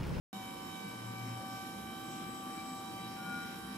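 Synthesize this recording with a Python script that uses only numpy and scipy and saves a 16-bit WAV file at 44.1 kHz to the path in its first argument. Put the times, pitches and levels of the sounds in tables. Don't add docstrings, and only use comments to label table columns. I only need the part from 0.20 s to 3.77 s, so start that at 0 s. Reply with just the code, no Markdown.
import sys
import numpy as np
from scipy import signal
from scipy.io import wavfile

SR = 44100
rng = np.random.default_rng(int(sys.argv[2]) if len(sys.argv) > 2 else 0)


def waveform_to_disk(signal):
    frames = np.transpose(np.atleast_2d(signal))
    scaled = np.clip(frames, -1, 1) * 32767
    samples = np.round(scaled).astype(np.int16)
    wavfile.write(sys.argv[1], SR, samples)


def boost_factor(decibels):
    exponent = np.asarray(decibels, float) / 20
    return 10 ** exponent


N = 157437
CONTROL_STEP = 16
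LEFT_RIGHT = np.array([[1], [-1]])
FADE_HZ = 1.6

# (time [s], commutator rate [Hz])
MOTOR_SPEED = [(.18, 764), (.33, 767), (.45, 765.8), (.6, 766.5), (.7, 768.5), (.82, 767.7), (1.05, 768.2),
               (1.45, 771.5), (1.52, 773.6), (1.68, 772.2), (1.9, 775.1), (1.98, 773.6), (2.12, 777),
               (2.24, 774.7), (2.5, 776.5), (3.05, 776), (3.12, 778.3), (3.55, 777.6)]
# (time [s], level [dB], left-right [dB], left lead [rad], octave relative level [dB])
COMMUTATOR_TONE = [(.2, -50.5, 5, -0.7, -3.5), (.35, -51.5, -6, -1.8, -4), (.55, -53, -9.5, -1.5, -1.5),
                   (.68, -50, 0, -3, -0.5), (.8, -60, 14, -2, 0.5), (.92, -55.5, 14, -4.5, -0.5),
                   (1.1, -54.5, 9, -7.5, -2), (1.2, -49.5, 2, -6.5, -4), (1.35, -49, 3, -6, 5),
                   (1.6, -52.5, -4, -5.5, 1), (1.78, -52, -4, -5.6, 1.5), (1.95, -49.5, 3, -5.5, 0),
                   (2.15, -52.5, 5, -5.5, -2.5), (2.35, -49, 2, -5.5, -8), (2.9, -49, 1.5, -5.5, -3),
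                   (3.1, -49, 4.5, -5, -2), (3.35, -53, 1, -5.4, 0), (3.55, -54.5, 2, -5, 1)]
# (multiple, tone level [dB], left-right [dB], first side line re tone [dB], hiss level [dB])
WHINE = [(2, -60, -14.5, -17, -91), (3, -62, 2.5, -15, -72), (4, -64, -0.5, -5.5, -63),
         (5, -65, -3, -6, -84), (6, -73, 6.5, -5, -91), (7, -68, 1.5, -5.5, -74), (8, -75.5, 4, -17, -86.5),
         (9, -78.5, 0, 2, -83), (10, -72, 8.5, -8.5, -71.5), (11, -77.5, 7, 0.5, -75.5),
         (12, -84, -7, 6.5, -80), (13, -80.5, -3, 4.5, -82.5), (14, -68.5, 0.5, -5, -75),
         (15, -69, -3.5, -6.5, -71.5), (16, -84.5, 2, 9, -87), (17, -107, 2, 19, -102),
         (18, -85, 15, -20, -87), (19, -91, 2, -16, -85)]
# (multiple, time [s], half length [s], extra level [dB])
WHINE_SWELLS = [(3, 0.28, 0.08, 7), (3, 0.64, 0.13, 8), (3, 0.985, 0.064, 7.5), (3, 1.4, 0.1, 6),
                (3, 1.703, 0.045, 5.5), (3, 2.07, 0.051, 7.5), (3, 2.5, 0.031, 6), (3, 2.4, 0.025, 10),
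                (3, 3.6, 0.044, 8), (3, 3.19, 0.22, 7), (4, 0.26, .06, 6), (4, 0.5, 0.18, 4),
                (4, 1.75, .05, 6.5), (4, 1.9, 0.035, 10.5), (4, 2.3, 0.044, 2.5), (4, 2.3, 0.053, 4),
                (4, 2.77, 0.052, 8), (5, 0.15, 0.1, 8.5), (5, 0.52, 0.074, 5.5), (5, 1.764, 0.064, 5.5),
                (5, 2.4, 0.022, 7), (5, 2.66, .07, 9.5), (5, 2.855, 0.056, 10.5), (5, 3.23, 0.16, 7),
                (6, 2.9, .05, 3), (6, 2.85, 0.17, 7), (6, 3.52, .06, 10), (7, 0.49, 0.084, 1),
                (7, 1.08, 0.066, 6.5), (7, 1.34, 0.091, 6.5), (7, 4.5, 0.068, 13), (7, 2.9, 0.053, 3),
                (7, 3.24, .08, 6), (10, 1.26, 0.19, 5), (10, 1.92, 0.093, 11), (10, 2.15, 0.1, 12.5),
                (10, 2.36, 0.045, 12), (10, 2.59, 0.031, 10), (10, 4.1, 0.048, 10), (10, 2.5, 0.066, 15),
                (14, 1.48, .2, 4.5), (14, 3.1, .08, 6), (14, 3.47, 0.089, 6)]
COMMUTATOR_BARS, BRUSH_WIDTH_HZ = 12, 95
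SPEED_WOBBLE_HZ, TONE_FADE = 0.12, 0.075
MULTIPLE_FADE, FADE_HZ_PER_MULTIPLE = 0.35, 1.2
SIDE_STEP_DB = 9.0
OCTAVE_STEADY, OCTAVE_REST = 0.83, 0.34
PORT_LEAD_RAD, FAN_LEAD_RAD = 1.1, 0.9

# (frequency [Hz],
# width [Hz], level [dB])
TOP_MODES = [(65, 4.6, -72.5), (99, 12, -67), (120.3, 8.7, -63), (169.7, 11.2, -57), (200.2, 10.8, -55.5),
             (226.5, 6.7, -57.5), (254.4, 9.8, -56.5), (291.7, 17, -60), (351.1, 19.4, -60),
             (459.5, 33, -66)]
TOP_ALIKE, TOP_THROB_DB, TOP_THROB_HZ = 0.95, 0.82, 1.9
# (time [s], frequency [Hz], half
# length [s], level [dB])
SHUDDERS = [(.17, 200, 0.025, -52), (0.194, 118, .05, -57), (0.504, 252, 0.059, -50),
            (0.637, 203, .04, -51), (1.077, 255, 0.036, -48), (1.65, 65, 0.091, -61.5),
            (1.923, 255, 0.064, -48.5), (2.01, 205, 0.038, -49.5), (2.3, 252, 0.044, -47.5),
            (2.322, 205, 0.034, -57.5), (2.508, 255, 0.054, -46.5), (2.803, 118, 0.097, -58),
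            (2.797, 195, 0.05, -57), (2.913, 257, 0.033, -49), (3.122, 255, 0.047, -48),
            (3.164, 205, 0.032, -55), (3.46, 65, 0.059, -59.5), (3.523, 204, .05, -48.5),
            (3.523, 255, 0.054, -50)]

FAN_HZ = [967, 1067.3, 1114.5, 1141, 1167.4, 1267.4, 322, 544]
# (start level [dB], end level [dB], left-right [dB], fading depth [share])
FAN_LINES = [(-59.5, -64, -2, 0.34), (-61, -85, -10, 0.37), (-80, -76, 20, 0.65), (-83, -69, 17, 0.67),
             (-53, -50.5, 1.5, 0.38), (-79, -83.5, 2, 0.52), (-62, -58, 0, 0.11), (-70, -78, 13, 0.97)]
# (line in FAN_HZ order, time [s], half length [s], extra level [dB])
FAN_SPOTS = [
    (0, 1.98, .6, -12),
    (0, 2.7, .3, 4.5),
    (4, 0.14, 0.27, -8),
    (4, 2.7, .05, -4),
    (4, 3.55, 0.46, -6.5),
    (6, 1.82, 0.14, 5.5),
    (6, 2.36, 0.096, 6.5),
]
FAN_AIR_HZ, FAN_AIR_WIDTH_HZ, FAN_AIR_DB = 1160, 49, -67.5

# (time [s], level [dB])
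HORN_LEVEL = [
    (2.94, -80),
    (2.975, -58),
    (3.006, -51),
    (3.04, -56),
    (3.065, -47),
    (3.145, -42),
    (3.24, -48.5),
    (3.38, -62),
    (3.56, -68),
]
HORN_HZ, HORN_PAN_DB = 1431, 4
HORN_RASP_HZ, HORN_RASP_WIDTH_HZ, HORN_RASP_DB = 1630, 160, -65

# (time [s], level [dB])
VEHICLE_LEVEL = [
    (.55, -65.5),
    (.8, -55),
    (.9, -48.5),
    (.98, -54),
    (1.06, -47.5),
    (1.18, -50.5),
    (1.27, -63),
    (1.36, -49.5),
    (1.46, -71),
]
VEHICLE_HZ, VEHICLE_WIDTH_HZ, VEHICLE_ROUGH = 116.6, 10.4, 0.6

# (frequency [Hz], level per Hz [dB])
AIR_SPECTRUM = [(25, -32), (50, -27), (200, -2.5), (420, -9.5), (1000, -10.5), (2000, -15), (6000, -24),
                (15400, -29.5)]
AIR_DB = -50
# (frequency [Hz], likeness [0-1])
AIR_LIKENESS = [(60, 0.4), (180, 1), (550, 0.3), (1650, 0), (4970, 0.0), (15000, -0.02)]
# (frequency [Hz], balance [dB])
PORT_BALANCE = [(60, 25), (200, -7.5), (1300, -1), (3000, -4.5), (6000, -16.5), (8200, 17), (11000, -10),
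                (14500, -17)]

# (frequency [Hz], width [Hz], share removed left, share removed right)
BODY_DIPS = [(10600, 400, 0.43, 0.3), (13900, 1400, 0.37, 0.23), (8360, 1200, 0.11, 0.42),
             (4510, 430, .3, 0.43)]
PORT_CUT_HZ = (14900, 15590)
START_S = 0.12934


def rms_one(x):
    return x / np.sqrt(np.mean(np.abs(x) ** 2) + 1e-20)


def in_time(rows):
    s, *columns = np.transpose(rows)
    return [np.interp(np.arange(N) / SR, s, column) for column in columns]


def at_hz(points, hz):
    table_hz, values = np.transpose(points)
    return np.interp(np.log(hz), np.log(table_hz), values)


def slow(rate_hz, size):
    settle = 3000
    r = np.exp(-2 * np.pi * CONTROL_STEP * rate_hz / SR)
    white = rng.standard_normal((size, N // CONTROL_STEP + 2 + settle))
    rows = signal.lfilter([1], [1, -2 * r, r * r], white)[:, settle:]
    return rows / rows.std(axis=1, keepdims=True)


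def full(rows):
    at = np.arange(N) / CONTROL_STEP
    return np.array([np.interp(at, np.arange(len(row)), row) for row in rows])


def drift(rate_hz):
    return full(slow(rate_hz, size=1))[0]


def waver(rate_hz):
    rows = slow(rate_hz, size=4)
    return (rows[:2] + 1j * rows[2:]) / np.sqrt(2)


def swell_db(rows, line):
    t = np.arange(N // CONTROL_STEP + 2) * CONTROL_STEP / SR
    extra = np.zeros(len(t))
    for which, s, half_s, db in rows:
        if which == line:
            extra += db * np.exp(-((t - s) / half_s) ** 2)
    return extra


def tone(phase, db, pan_db, depth):
    gain = full(1 + depth * waver(FADE_HZ)) / np.sqrt(1 + depth ** 2)
    level = np.sqrt(2) * boost_factor(db) * boost_factor(pan_db * LEFT_RIGHT / 2)
    return level * (gain * np.exp(1j * phase)).real


def resonate(x, hz, width_hz):
    r = np.exp(-np.pi * width_hz / SR)
    return rms_one(signal.lfilter([1, 0, -1], [1, -2 * r * np.cos(2 * np.pi * hz / SR), r * r], x))


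def spread(mid, side, alike):
    alike = np.clip(alike, 0, 1)
    return np.sqrt(1 + alike) * mid + np.sqrt(1 - alike) * side * LEFT_RIGHT


def pair(alike):
    mid, side = rng.standard_normal((2, N))
    return spread(mid, side, alike)


def motor():
    (hz,) = in_time(MOTOR_SPEED)
    db, pan, lead, octave_db = in_time(COMMUTATOR_TONE)
    phase = 2 * np.pi * np.cumsum(hz + SPEED_WOBBLE_HZ * drift(15.6)) / SR
    out = tone(phase + lead * LEFT_RIGHT / 2, db, pan, TONE_FADE)
    control_phase = np.pad(phase[::CONTROL_STEP], (0, 2), "edge")[:N // CONTROL_STEP + 2]
    turn = np.exp(1j * control_phase / COMMUTATOR_BARS)
    for multiple, tone_db, pan_db, side_db, hiss_db in WHINE:
        sides = 0
        for j in (-3, -2, -1, 1, 2, 3):
            sides = sides + boost_factor(side_db - SIDE_STEP_DB * (abs(j) - 1)) * turn ** j * waver(FADE_HZ)
        direct = np.exp(1j * PORT_LEAD_RAD * LEFT_RIGHT / 2 * (multiple > 2))
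        reflected = MULTIPLE_FADE * waver(FADE_HZ_PER_MULTIPLE * multiple)
        line = (direct + reflected) / np.sqrt(1 + MULTIPLE_FADE ** 2)
        if multiple == 2:
            line = line * OCTAVE_REST + OCTAVE_STEADY * np.array([[1], [-1j]])
        swell = boost_factor(swell_db(WHINE_SWELLS, multiple))
        hiss = boost_factor(hiss_db) * waver(BRUSH_WIDTH_HZ)
        gain = full(boost_factor(tone_db) * (swell * line + sides) + hiss)
        if multiple == 2:
            gain = gain * boost_factor(octave_db)
        out += np.sqrt(2) * boost_factor(pan_db * LEFT_RIGHT / 2) * (gain * np.exp(1j * multiple * phase)).real
    return out


def table_top():
    out = 0
    for hz, width_hz, db in TOP_MODES:
        ring = resonate(pair(TOP_ALIKE), hz, width_hz)
        out = out + boost_factor(db) * resonate(ring, hz, 2.8 * width_hz)
    return boost_factor(TOP_THROB_DB * drift(TOP_THROB_HZ)) * out


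def shudders():
    t = np.arange(N) / SR
    out = np.zeros(N)
    for s, hz, half_s, db in SHUDDERS:
        swell = np.exp(-((t - s) / half_s) ** 2)
        out += np.sqrt(2) * boost_factor(db) * swell * np.sin(2 * np.pi * hz * t)
    return out


def fan():
    t = np.arange(N) / SR
    out = 0
    for k, (hz, (start_db, end_db, pan_db, depth)) in enumerate(zip(FAN_HZ, FAN_LINES)):
        db = np.linspace(start_db, end_db, N) + full([swell_db(FAN_SPOTS, k)])[0]
        out = out + tone(2 * np.pi * hz * t + FAN_LEAD_RAD * LEFT_RIGHT / 2, db, pan_db, depth)
    return out


def horn():
    t = np.arange(N) / SR
    (db,) = in_time(HORN_LEVEL)
    onset = np.clip((t - HORN_LEVEL[0][0]) / 0.02, 0, 1)
    rasp_swell = np.exp(-((t - 3.08) / 0.1) ** 4)
    rasp = resonate(pair(0.55), HORN_RASP_HZ, HORN_RASP_WIDTH_HZ)
    partial = tone(2 * np.pi * HORN_HZ * t, db, HORN_PAN_DB, 0.088)
    return onset * partial + boost_factor(HORN_RASP_DB) * rasp_swell * rasp


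def vehicle():
    t = np.arange(N) / SR
    (db,) = in_time(VEHICLE_LEVEL)
    rough = resonate(pair(0.87), VEHICLE_HZ, VEHICLE_WIDTH_HZ)
    rough = resonate(rough, VEHICLE_HZ, 36)
    steady = np.sqrt(2) * np.sin(2 * np.pi * VEHICLE_HZ * t)
    return boost_factor(db) * (VEHICLE_ROUGH * rough + steady)


def fan_air():
    return boost_factor(FAN_AIR_DB) * resonate(pair(0.3), FAN_AIR_HZ, FAN_AIR_WIDTH_HZ)


def air(patchy_db):
    out = 0
    edges = 21 * 2 ** np.arange(0, 10.1, 0.5)
    white = rng.standard_normal((2, 2, N))
    for k, (low, high) in enumerate(zip(edges, edges[1:])):
        band = signal.butter(2, [low, min(high, 19000)], "band", fs=SR, output="sos")
        mid, side = signal.sosfilt(band, white[k % 2])
        hz = np.sqrt(low * high)
        balance_db = at_hz(PORT_BALANCE, hz) * LEFT_RIGHT / 2
        gain = boost_factor(at_hz(AIR_SPECTRUM, hz) + balance_db + patchy_db * drift(5.1))
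        out = out + gain * spread(mid, side, at_hz(AIR_LIKENESS, hz))
    return boost_factor(AIR_DB) * rms_one(out)


def scene():
    desk = motor() + table_top() + shudders()
    outside = horn() + vehicle()
    return desk + fan() + outside + fan_air() + air(patchy_db=1.75)


def band_limit(x):
    return signal.sosfilt(signal.butter(12, 15640, fs=SR, output="sos"), x)


def record(dry):
    ports = []
    for side, (x, cut_hz) in enumerate(zip(dry, PORT_CUT_HZ)):
        for hz, width_hz, *shares in BODY_DIPS:
            peak = signal.lfilter(*signal.iirpeak(hz, hz / width_hz, SR), x)
            x = x - np.clip(shares[side], 0, 0.95) * peak
        top_cut = signal.ellip(12, 0.5, 50, cut_hz - 120, fs=SR, output="sos")
        ports.append(signal.sosfilt(top_cut, x))
    started = np.arange(N) >= START_S * SR
    mix = np.array(ports) * started
    return band_limit(mix)


dry = scene()
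out = record(dry)
waveform_to_disk(out)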